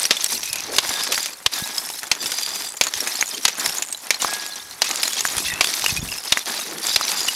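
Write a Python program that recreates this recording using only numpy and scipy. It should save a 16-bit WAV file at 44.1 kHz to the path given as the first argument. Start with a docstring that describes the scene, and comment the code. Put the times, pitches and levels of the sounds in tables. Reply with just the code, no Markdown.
"""A pickaxe chops hard ice on an open snowfield, with no walls to echo. First, crumbs of ice shift and
shards clink in a light wind. Then comes the first of eleven short cracks that overload the microphone.
After each one, crumbs spray and trickle. In between, the steel head scrapes through the rubble, snow
crunches under boots, chunks knock, and the steel sings as it comes free. Late on, the strongest gusts
buffet the microphone, and the last two blows follow."""
import sys
import numpy as np
from scipy import signal
from scipy.fft import rfft, irfft
from scipy.io import wavfile

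SR = 44100
rng = np.random.default_rng(int(sys.argv[2]) if len(sys.argv) > 2 else 0)


def generate_wav(signal):
    """Clip the signal to [-1, 1] and save it as 16-bit WAV at the path in sys.argv[1]."""
    frames = np.transpose(np.atleast_2d(signal))
    scaled = np.clip(frames, -1, 1) * 32767
    pcm = np.round(scaled).astype(np.int16)
    wavfile.write(sys.argv[1], SR, pcm)


N = 324135

# Blows of the pick. Each row: start in seconds, crack level in dB, splitting time in seconds, pitch of
# the ice in Hz, bass boost in dB, relative crumbling level in dB, ground thud level in dB.
BLOWS = [(0.1082, -5.5, 0.0028, 5230, 8, -15.5, -30), (0.7839, -1, 0.0044, 3780, 1, -18.5, -22),
         (1.4621, -1.5, 0.0028, 3500, 0.5, -29.5, -16), (2.1151, -6, 0.0039, 6300, -7.5, -24, -27),
         (2.8113, -2, 0.0034, 2450, -2, -17, -38), (3.452, -0.5, 0.004, 4620, 0, -17.5, -40),
         (4.1057, -2.5, 0.0038, 2460, -22, -21, -46), (4.819, -4.5, 0.0037, 4730, -3.5, -18.5, -30),
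         (5.6087, -3.5, 0.0027, 2730, 3, -17, -29), (6.3221, -3.5, 0.0063, 3670, -28, -19, -25),
         (6.9607, -4, 0.0028, 4100, -5, -25, -20)]
# The tone of moving rubble. Each row: frequency in Hz, relative level in dB.
RUBBLE_SPECTRUM = [(88, -40.5), (150, -4.5), (354, -3.5), (494, -7.5), (837, 0), (1530, -3), (1630, -2),
                   (1790, -2), (2980, -5.5), (3490, -0.5), (6020, 2), (7770, -2), (11500, -1.5),
                   (14200, -11), (16000, -16)]
# The tone of snapping ice. Each row: frequency in Hz, relative level in dB.
SNAP_SPECTRUM = [(50, -22), (150, -26), (400, -5.5), (900, -1.5), (1500, 1.5), (2600, 6), (5000, 3),
                 (6800, 7.5), (8500, 0.5), (11500, 1.5), (16000, -16.5)]


def from_db(db):
    """Turn decibels into a number to multiply by."""
    return 10 ** (np.asarray(db) / 20)


def rms_one(x):
    """Scale a sound to an average power of 1."""
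    return x / np.sqrt(np.mean(x ** 2) + 1e-20)


def burst(x):
    """Scale a short sound to the energy of 10 milliseconds at power 1."""
    return x * np.sqrt(.01 * SR / (np.sum(x ** 2) + 1e-20))


def add(out, s, x):
    """Mix the short sound x into out, starting at s seconds."""
    i = max(round(s * SR), 0)
    out[i:i + len(x)] += x[:max(N - i, 0)]


def fade(t60, size=4096):
    """A curve that dies away from 1. The fade time t60 is the seconds it takes to drop 60 dB."""
    return from_db(-60 * np.arange(size) / (max(t60, 1e-4) * SR))


def drift(rate_hz):
    """A smooth random wobble, about 1 in size."""
    step = 40   # samples between points
    r = np.exp(-2 * np.pi * step * rate_hz / SR)
    slow = signal.lfilter([1], [1, -2 * r, r * r], rng.standard_normal(N // step + 2002))[2000:]
    return np.interp(np.arange(N) / step, np.arange(len(slow)), rms_one(slow))


def band(x, hz, kind, order=2):
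    """Keep the lows, the highs or a band in between."""
    return signal.sosfilt(signal.butter(order, np.clip(hz, 10, .45 * SR), kind, fs=SR, output="sos"), x)


def ring(x, hz, t60):
    """Every click in x sets off a fading tone."""
    r, w = from_db(-60 / (t60 * SR)), 2 * np.pi * hz / SR
    return signal.lfilter([0, np.sin(w)], [1, -2 * r * np.cos(w), r * r], x + 1e-18)


def colour(x, spectrum, size=1024):
    """Give a sound the tone of a spectrum table; white noise keeps its power."""
    hz, db = np.transpose(spectrum)
    grid_hz = np.arange(size // 2 + 1) * SR / size
    gains = from_db(np.interp(np.log(grid_hz + 1), np.log(hz), db))
    # build the filter so that nothing sounds ahead of a click (minimum phase)
    cepstrum = irfft(np.log(gains))
    cepstrum[1:size // 2] *= 2
    cepstrum[size // 2 + 1:] = 0
    pulse = irfft(np.exp(rfft(cepstrum)))
    return signal.fftconvolve(x, pulse / np.linalg.norm(pulse))[:len(x)]


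def grains(per_s, spread_db, size=N):
    """Tiny clicks at random times, many weak and a few strong."""
    heights = from_db(spread_db * np.minimum(rng.exponential(1, size), 4))
    return rms_one(heights * rng.choice([-1, 1], size) * (rng.random(size) < per_s / SR))


def bumps(rows, cycles, rise_s):
    """Low swings of air pressure that die within a few cycles."""
    out, t = np.zeros(N), np.arange(8192) / SR
    rise = 1 - np.exp(-t / rise_s)
    for s, db, hz in rows:
        add(out, s, from_db(db) * np.sin(2 * np.pi * hz * t) * fade(cycles / hz, size=len(t)) * rise)
    return band(out, 680, "low")


def stroke(s, length_s, db, sag_db_per_s, attack_s=0.032, release_db_per_s=242):
    """The strength of one push through rubble: it takes hold, sags as the load runs off, then rests."""
    t = np.arange(N) / SR - s
    lost_db = sag_db_per_s * np.clip(t, 0, length_s) + release_db_per_s * np.clip(t - length_s, 0, 1)
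    return np.clip(t / attack_s, 0, 1) * from_db(db - lost_db)


def stirring(trickle_db=-45, spill_db=-7.0, settle_t60=0.5):
    """How strongly snow, crumbs and spray move: they trickle, get raked aside and spill from each blow."""
    # Rubble raked aside. Each row: start in seconds, length in seconds, level in dB, sag in dB per
    # second, then snow and fine spray in dB relative to the crumbs.
    rakes = [(-0.02, 0.087, -27.5, 5, -10, -5.5), (0.185, 0.073, -25.5, 5, -18, -8.5),
             (0.273, 0.071, -23.5, 5, -16, -4), (0.402, 0.084, -28.5, 5, -20, -4),
             (0.54, 0.16, -33, 5, -5.5, -10.5), (0.708, 0.37, -25, 13, -7, -7),
             (1.094, .2, -20, 69, -10.5, -6), (1.509, 0.21, -25.5, 30, -8.5, -5.5),
             (1.722, 0.27, -34, 14, -7, 0.5), (2.02, 0.09, -41, 5, -2, -1), (2.2, 0.45, -30, 4, -8.5, -4.5),
             (2.92, 0.31, -30, 0, -9, -4), (3.261, 0.13, -29, 38, -12, -5), (3.41, .04, -28.5, 5, -15, -6),
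             (3.566, 0.23, -22.5, 46, -6.5, -4.5), (4.012, 0.075, -39.5, 7, -2.5, -2),
             (4.189, 0.54, -22.5, 37.5, -9.5, -8), (4.829, 0.46, -25.5, 3, -11, -7.5),
             (5.289, 0.2, -27, 2, -12.5, -4), (5.502, 0.11, -34.5, 27, -3, -5),
             (5.62, 0.34, -24.5, 6, -13, -6), (5.998, 0.19, -35, 3, -6.5, -2),
             (6.227, 0.16, -30.5, 9, -7.5, -6), (6.447, 0.22, -24, 22, -8.5, -7.5),
             (6.702, 0.15, -34.5, 7, -7, -3), (6.816, 0.25, -21.5, 30, -11.5, -8),
             (7.059, 0.42, -22, 29, -10.5, -6.5)]
    # each list of three levels is in the order snow, crumbs, spray
    power = np.outer(from_db([-1.5, 0, -1]), np.full(N, from_db(trickle_db))) ** 2
    for s, length_s, db, sag, snow_db, spray_db in rakes:
        power += np.outer(from_db([snow_db, 0, spray_db]), stroke(s, length_s, db, sag)) ** 2
    thrown = np.zeros(N)
    for s, *_, crumbling_db, _ in BLOWS:
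        add(thrown, s, from_db(crumbling_db + spill_db) * fade(settle_t60, size=SR))
    power += np.outer(from_db([-8.5, 0, -9.5]), thrown) ** 2
    return np.sqrt(power)


def crunching(low_hz, high_hz, per_s, spread_db, clump_db):
    """Grains of similar size tumble in little avalanches."""
    tumbling = grains(per_s, spread_db) * from_db(clump_db * drift(rate_hz=37.4))
    return rms_one(band(colour(tumbling, RUBBLE_SPECTRUM), [low_hz, high_hz], "band", order=3))


def tinkling(low_hz, high_hz, per_s, spread_db, ring_cycles):
    """Pieces of many sizes bounce at random, each with a brief ring of its own."""
    out, t = np.zeros(N), np.arange(1536) / SR
    for when, smallness, force in rng.random((int(per_s * N / SR), 3)):
        hz = low_hz * (high_hz / low_hz) ** smallness
        db = spread_db * min(-np.log(1 - force), 4)
        tone = np.sin(2 * np.pi * hz * t) * fade(ring_cycles / hz, size=len(t))
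        add(out, when * N / SR, from_db(db) * np.sqrt(hz) * tone)
    return rms_one(colour(out, RUBBLE_SPECTRUM))


def rubble(snow_gain, crumb_gain, spray_gain):
    """Snow shifts, crumbs roll and fine spray patters down; some pieces of each kind ring."""
    snow = from_db(0.5) * crunching(180, 2690, per_s=1600, spread_db=3.5, clump_db=3.5)
    snow += from_db(-7) * tinkling(382, 2206, per_s=160, spread_db=2.0, ring_cycles=25)
    crumbs = from_db(-3.5) * crunching(1760, 6060, per_s=2600, spread_db=3.5, clump_db=3.0)
    crumbs += from_db(-5.5) * tinkling(2391, 7845, per_s=220, spread_db=4.5, ring_cycles=170)
    spray = from_db(-0.5) * crunching(6850, 22000, per_s=7000, spread_db=5.0, clump_db=2.5)
    spray += from_db(-5) * tinkling(7600, 13730, per_s=130, spread_db=0.0, ring_cycles=220)
    return snow_gain * snow + crumb_gain * crumbs + spray_gain * spray


def wind(breeze_db=-67, flutter_db=2.5):
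    """Swirling air rumbles on the microphone: a light breeze, a few gusts and some sudden puffs."""
    # Gusts that swell and die away. Each row: peak time in seconds, half length in seconds, level in dB.
    gusts = [(0.6, 0.31, -55.5), (4.75, 0.21, -63), (5.43, 0.14, -47), (5.99, 0.13, -37)]
    # Puffs on the microphone. Each row: start in seconds, relative level in dB, pitch in Hz.
    puffs = [(5.371, -21.5, 103.7), (5.533, -23.5, 116.4), (5.924, -15.5, 122), (5.991, -14.5, 108),
             (6.028, -11, 146)]
    t = np.arange(N) / SR
    swells = sum(from_db(db) * np.exp(-((t - s) / half_s) ** 2) for s, half_s, db in gusts)
    swirls = band(band(rng.standard_normal(N), 170, "low"), 34, "high")
    swirls = rms_one(swirls * from_db(flutter_db * drift(rate_hz=5.1)))
    buffets = from_db(3.5) * bumps(puffs, cycles=2.15, rise_s=0.0012)
    return (from_db(breeze_db) + swells) * swirls + buffets


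def skitters(bounces_per_s=70, ring_cycles=105, slowing_db=3.0, tick_db=-8.0, detune=0.022, uneven_db=3.5):
    """A loose shard bounces many times; its pitch shifts a little with the way it lands."""
    # Shards skipping over the crust. Each row: start in seconds, length in seconds, pitch in Hz,
    # relative level in dB.
    runs = [(0, 0.057, 8550, -30.5), (0.29, 0.19, 5900, -34.5), (0.439, 0.19, 2540, -39.5),
            (0.916, 0.1, 3620, -34.5), (1.721, 0.3, 5240, -40.5), (2.673, 0.061, 7900, -36.5),
            (2.82, 0.074, 6600, -33), (3.209, 0.095, 6800, -34.5), (3.649, 0.11, 5400, -33),
            (3.785, 0.24, 7150, -44.5), (3.85, .1, 8440, -43.5), (4.899, 0.53, 6900, -41),
            (5.481, 0.073, 1947, -36), (5.461, 0.14, 2640, -36.5), (6.088, 0.1, 2710, -37.5),
            (6.102, 0.21, 5140, -39), (6.864, 0.074, 3520, -33), (7.173, 0.11, 6730, -33.5)]
    clinks, ticks, t = np.zeros(N), np.zeros(N), np.arange(2048) / SR
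    for s, length_s, hz, db in runs:
        count = 1 + int(length_s * bounces_per_s)
        each_db = db + 10 * np.log10((length_s + .03) / .01 / count)   # the bounces share the energy
        decay, contact = fade(ring_cycles / hz, size=len(t)), fade(0.0051, size=256)
        for k, (late, force, shift) in enumerate(rng.standard_normal((count, 3))):
            progress = np.clip((k + .45 * late) / count, 0, 1) * (k > 0)
            lands_s = s + progress * length_s
            gain = from_db(each_db + uneven_db * force - slowing_db * (progress - .5))
            tone = np.sin(2 * np.pi * hz * (1 + detune * shift) * t)
            add(clinks, lands_s, gain * burst(tone * decay))
            add(ticks, lands_s, gain * burst(rng.standard_normal(len(contact)) * contact))
    return clinks + from_db(tick_db) * colour(ticks, SNAP_SPECTRUM)


def shards(rows, ring_cycles=140, rise_s=0.00082, treble_hz=5200):
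    """A shard snaps with a short crunch and rings at a pitch set by its size."""
    out, t = np.zeros(N), np.arange(4096) / SR
    rise = 1 - np.exp(-t / rise_s)
    for s, db, hz, ring_share, t60, treble_db in rows:
        touches = grains(per_s=6000, spread_db=4.2, size=len(t)) * fade(t60 * 0.91) * rise
        crunch = colour(touches, SNAP_SPECTRUM)
        crunch += (from_db(treble_db) - 1) * band(crunch, treble_hz, "high", order=1)
        clink = ring(touches * fade(t60 * 0.42), hz, ring_cycles / hz)
        snap = np.sqrt(1 - ring_share) * burst(crunch) + np.sqrt(ring_share) * burst(clink)
        add(out, s, from_db(db) * snap)
    return out


def small_shards(crumb_gain, per_s=10, level_db=-27.0, pitch_hz=6400, spread_octaves=0.301):
    """Little shards break loose all along, louder where more rubble moves."""
    count, rows = int(per_s * N / SR), []
    stirred_db = 20 * np.log10(rms_one(crumb_gain))
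    chances = np.c_[rng.random((count, 2)), rng.standard_normal((count, 4))]
    for k, (when, ringing, force, smallness, length, brightness) in enumerate(chances):
        i = int((k + when) * N / count)
        db = level_db + 0.66 * stirred_db[i] + 2 * force
        hz = pitch_hz * 2 ** (spread_octaves * np.clip(smallness, -2, 2))
        t60 = 0.012 * 2 ** (length / 2)
        treble_db = 4.5 + 5 * brightness
        rows.append((i / SR, db, hz, 0.9 * ringing, t60, treble_db))
    return shards(rows)


def big_shards():
    """The biggest shards clink as they snap off or land."""
    # Each row: start in seconds, level in dB, pitch in Hz, share of ringing from 0 to 1,
    # rough fade time of the crunch in seconds, treble boost in dB.
    pieces = [(0.0528, -16, 5750, 0.7, .016, 0), (0.1671, -21, 3490, .7, 0.047, 6),
              (0.243, -13.5, 7960, 0.5, 0.0077, 21), (0.5293, -20.5, 10300, 0.15, 0.041, 15),
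              (0.763, -21, 5160, .3, 0.026, 13), (0.8915, -23, 5840, 0.44, .016, -1),
              (1.0342, -21, 5290, 0.17, 0.038, 17), (1.1199, -16, 5800, 0.15, 0.062, -4),
              (1.2584, -23, 4600, 0, 0.04, 0), (1.535, -23.5, 4710, 1, .034, -1),
              (1.7806, -18, 5160, 0.76, 0.016, 19), (2.069, -35, 7440, .4, .011, 7),
              (2.2585, -22.5, 5420, 0.5, 0.024, -7), (2.3178, -20.5, 5800, .2, .05, 0),
              (2.3854, -21, 6100, 0.7, 0.019, -1), (2.4309, -21, 4750, .6, .033, 11),
              (2.461, -23, 4810, 0.65, 0.043, 10), (2.7676, -28.5, 7440, 0.4, 0.054, 10),
              (2.8362, -14, 7100, 0.6, 0.059, 5), (2.868, -22, 6930, 0.35, 0.027, -18),
              (2.937, -21.5, 5870, 0.63, 0.029, -17), (3.004, -19, 5580, 0.74, 0.024, 9),
              (3.2103, -15.5, 6480, 0.83, 0.014, 13), (3.479, -9, 6900, 0.03, 0.062, -8),
              (3.6594, -15.5, 5300, 0.04, 0.02, 2), (3.7834, -22.5, 6970, .95, .028, -8),
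              (3.822, -19.5, 7060, 0.4, 0.064, 0), (3.925, -22.5, 8360, 0.74, 0.041, 19),
              (3.9463, -29, 3970, 0.86, 0.032, 5), (4.1427, -22, 4200, .7, .028, -11),
              (4.8426, -15, 2500, 0.03, .06, -6), (4.9105, -20, 6800, 0.2, 0.02, -4),
              (5.031, -12.5, 5140, 0.36, 0.04, 2), (5.0778, -19, 6900, 0.4, 0.018, 4),
              (5.2069, -19.5, 6900, 0.7, 0.016, 0), (5.273, -24.5, 7000, .9, .018, 3),
              (5.38, -18.5, 9600, 0.48, 0.036, -9), (5.6424, -14.5, 4800, .1, 0.018, -8),
              (5.6708, -22, 4600, 0.65, 0.02, -10), (5.8613, -12.5, 2860, 0.26, 0.022, -7),
              (5.891, -23, 2550, 0.9, 0.027, 3), (5.972, -22, 2490, .9, 0.0093, 14),
              (6.2765, -25.5, 5180, 0.9, 0.029, 4), (7.117, -21, 8330, 0.26, 0.025, -11),
              (7.2846, -16.5, 2910, .6, 0.02, -7)]
    return shards(pieces)


def lulls(depth_db=-1.0, length_s=0.022):
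    """A small dip in level: the rubble lies stillest just before the point lands."""
    db, settling = np.zeros(N), np.linspace(0, depth_db, round(length_s * SR))
    for s, *_ in BLOWS:
        add(db, s - len(settling) / SR, settling)
    return from_db(db)


def blows(ring_db=-4.0, ring_t60=0.0079, crack_t60=0.025, crumble_t60=0.09, bass_hz=1100):
    """The point splits the ice in a rush of tiny breaks; then the edges of the hole crumble."""
    # The tone of splitting ice. Each row: frequency in Hz, relative level in dB.
    crack_spectrum = [(60, -33), (300, -10.5), (900, -3), (1500, -5.5), (2400, 0), (4500, 1.5),
                      (6500, -2.5), (8500, -11), (12000, -12), (16000, -74)]
    out = np.zeros(N)
    for s, db, split_s, hz, bass_db, crumbling_db, _ in BLOWS:
        breaks = grains(per_s=25000, spread_db=0.72, size=4096)
        crack = rms_one(colour(breaks, crack_spectrum))
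        crack += from_db(ring_db) * rms_one(ring(breaks, hz, ring_t60))
        crack += (from_db(bass_db) - 1) * band(crack, bass_hz, "low", order=1)
        # full force while the point sinks in, then a fast fade
        force = np.minimum(1, fade(crack_t60) * from_db(60 * split_s / crack_t60))
        crumbs = grains(per_s=6200, spread_db=1.7, size=4096)
        crumble = rms_one(colour(crumbs, crack_spectrum)) * fade(crumble_t60)
        add(out, s, from_db(db) * crack * force + from_db(crumbling_db + 11) * crumble)
    return out


def ground_thuds(ground_hz=104):
    """The frozen ground thuds under each blow and under falling lumps and boots."""
    # Lumps and boots landing. Each row: start in seconds, level in dB, pitch in Hz.
    drops = [(.505, -31, 118.6), (.89, -30, 110), (1.622, -13.5, 177), (2.255, -29, 150), (2.96, -33, 90),
             (3.675, -25, 172.5)]
    strikes = [(s, thud_db, ground_hz) for s, *_, thud_db in BLOWS]
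    return bumps(drops + strikes, cycles=3.2, rise_s=0.0015)


def pick_head(scrape_db=-2.0, sing_hz=1658, rise_s=0.0046):
    """Ice grinding along the steel stirs all its tones; once the head is free, one tone rings on alone."""
    # Steel dragged through ice. Each row: start in seconds, length in seconds, relative level in dB,
    # sag in dB per second.
    drags = [(0.295, 0.034, -32, 20), (0.773, 0.52, -37, 10), (2.177, 0.5, -35.5, 4.5),
             (6.869, 0.2, -24.5, 90), (7.098, 0.37, -34, 11)]
    # The tones of the steel. Each row: pitch in Hz, relative level in dB, fade time in seconds.
    steel_tones = [(1606, -23, 0.33), (2550, -41, 0.055), (3540, -3, 0.035), (3720, -28, 0.036),
                   (3720, -16, 0.18), (4810, 4.5, 0.032), (5980, -3, 0.064), (6250, -39, .03),
                   (7260, -3, 0.052)]
    # The head comes free. Each row: start in seconds, level in dB, fade time in seconds.
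    releases = [(.92, -32, .95), (1.585, -34.5, .9), (2.13, -44, .4), (2.96, -44, .8), (3.59, -37, .9),
                (4.28, -29.5, 1.15), (6.47, -42, 1.0)]
    pressure = sum(stroke(*row) for row in drags)
    grinding = grains(per_s=1500, spread_db=7.5)
    scrape = sum(from_db(db) * rms_one(ring(grinding, hz, t60)) for hz, db, t60 in steel_tones)
    song, t = np.zeros(N), np.arange(SR) / SR
    tone = (1 - np.exp(-t / rise_s)) * np.sin(2 * np.pi * sing_hz * t)
    for s, db, t60 in releases:
        add(song, s, from_db(db) * tone * fade(t60, size=SR))
    return from_db(scrape_db) * pressure * scrape + song


def scuffs(band_ratio=1.53):
    """Packed snow gives way under weight with a soft, low crunch."""
    # Boots and lumps pressing snow. Each row: middle in seconds, a quarter of the length in seconds,
    # level in dB, pitch in Hz.
    presses = [(0.353, 0.023, -39, 300), (0.73, 0.053, -35, 427), (1.106, 0.02, -33, 430),
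               (2.247, 0.048, -42.5, 340), (3.033, .02, -36.5, 373), (3.375, .03, -41.5, 323),
               (5.419, 0.034, -41.5, 271), (6.738, 0.067, -37.5, 315)]
    out = np.zeros(N)
    for s, quarter_s, db, hz in presses:
        weight = np.hanning(int(4 * quarter_s * SR))
        snow = grains(per_s=1200, spread_db=2.9, size=len(weight))
        creak = rms_one(band(snow, [hz / band_ratio, hz * band_ratio], "band"))
        add(out, s - 2 * quarter_s, from_db(db) * weight * creak)
    return out


def chunks(ring_cycles=8.2, grit_t60=0.04, rub_db=-13.0, top_hz=2600):
    """Big lumps knock together with a dull, short ring and shed some grit."""
    # Lumps colliding. Each row: start in seconds, level in dB, pitch in Hz, grit in dB relative to
    # the knock.
    knocks = [(0.557, -23.5, 2320, 20), (1.1781, -20, 2060, 2), (1.9012, -28, 880, 4),
              (2.0319, -27.5, 1840, 3), (2.039, -31, 1530, -3), (3.073, -20.5, 2110, 7),
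              (3.2261, -12.5, 2270, -13), (4.2256, -24.5, 1030, -1), (4.247, -17, 1180, -8),
              (5.2522, -16, 1700, -5.5), (5.8415, -21, 1010, 2.5), (6.3727, -14.5, 2050, -5.5),
              (7.011, -20.5, 1260, -3)]
    out = np.zeros(N)
    for s, db, hz, grit_db in knocks:
        knock = ring(signal.unit_impulse(4096), hz, ring_cycles / hz)
        knock = band(knock, [hz / 3, top_hz], "band", order=1)
        grit = grains(per_s=5000, spread_db=1.8, size=4096) * fade(grit_t60)
        rub = burst(ring(grit, hz, ring_cycles / hz))
        body = burst(burst(knock) + from_db(rub_db) * rub)
        crunch = burst(colour(grit, SNAP_SPECTRUM))
        add(out, s, from_db(db) * burst(body + from_db(grit_db) * crunch))
    return out


def scene():
    """Pick, ice, snow and wind in the open air, mixed to one channel."""
    snow_gain, crumb_gain, spray_gain = stirring()
    debris = (rubble(snow_gain, crumb_gain, spray_gain) + small_shards(crumb_gain)) * lulls()
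    ice = debris + blows() + big_shards() + skitters() + chunks()
    return (ice + ground_thuds() + wind() + scuffs() + pick_head())[None]


def gain_control(x, threshold_db=-2.0, release_db_per_s=220, attack_s=0.002):
    """The volume turns itself down a moment too late after a loud crack, then recovers."""
    recovery_db = release_db_per_s * np.arange(N) / SR
    excess_db = np.maximum(20 * np.log10(np.abs(x) + 1e-9) - threshold_db, 0)
    held_db = np.maximum.accumulate(excess_db + recovery_db, axis=-1) - recovery_db
    lag = np.exp(-1 / (attack_s * SR))
    return x * from_db(-signal.lfilter([1 - lag], [1, -lag], held_db))


def record(dry):
    """The deepest bass is lost, overload flattens the cracks, and the highest treble is cut."""
    bass_hz, ceiling, treble_hz = 36, .63, 15800
    x = gain_control(band(dry, bass_hz, "high"))
    flattened = x / (1 + (x / ceiling) ** 6) ** (1 / 6)
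    treble_cut = signal.firwin(161, treble_hz, window=("kaiser", 8), fs=SR)
    return signal.fftconvolve(flattened, treble_cut[None], "same")


dry = scene()
out = record(dry)
generate_wav(out)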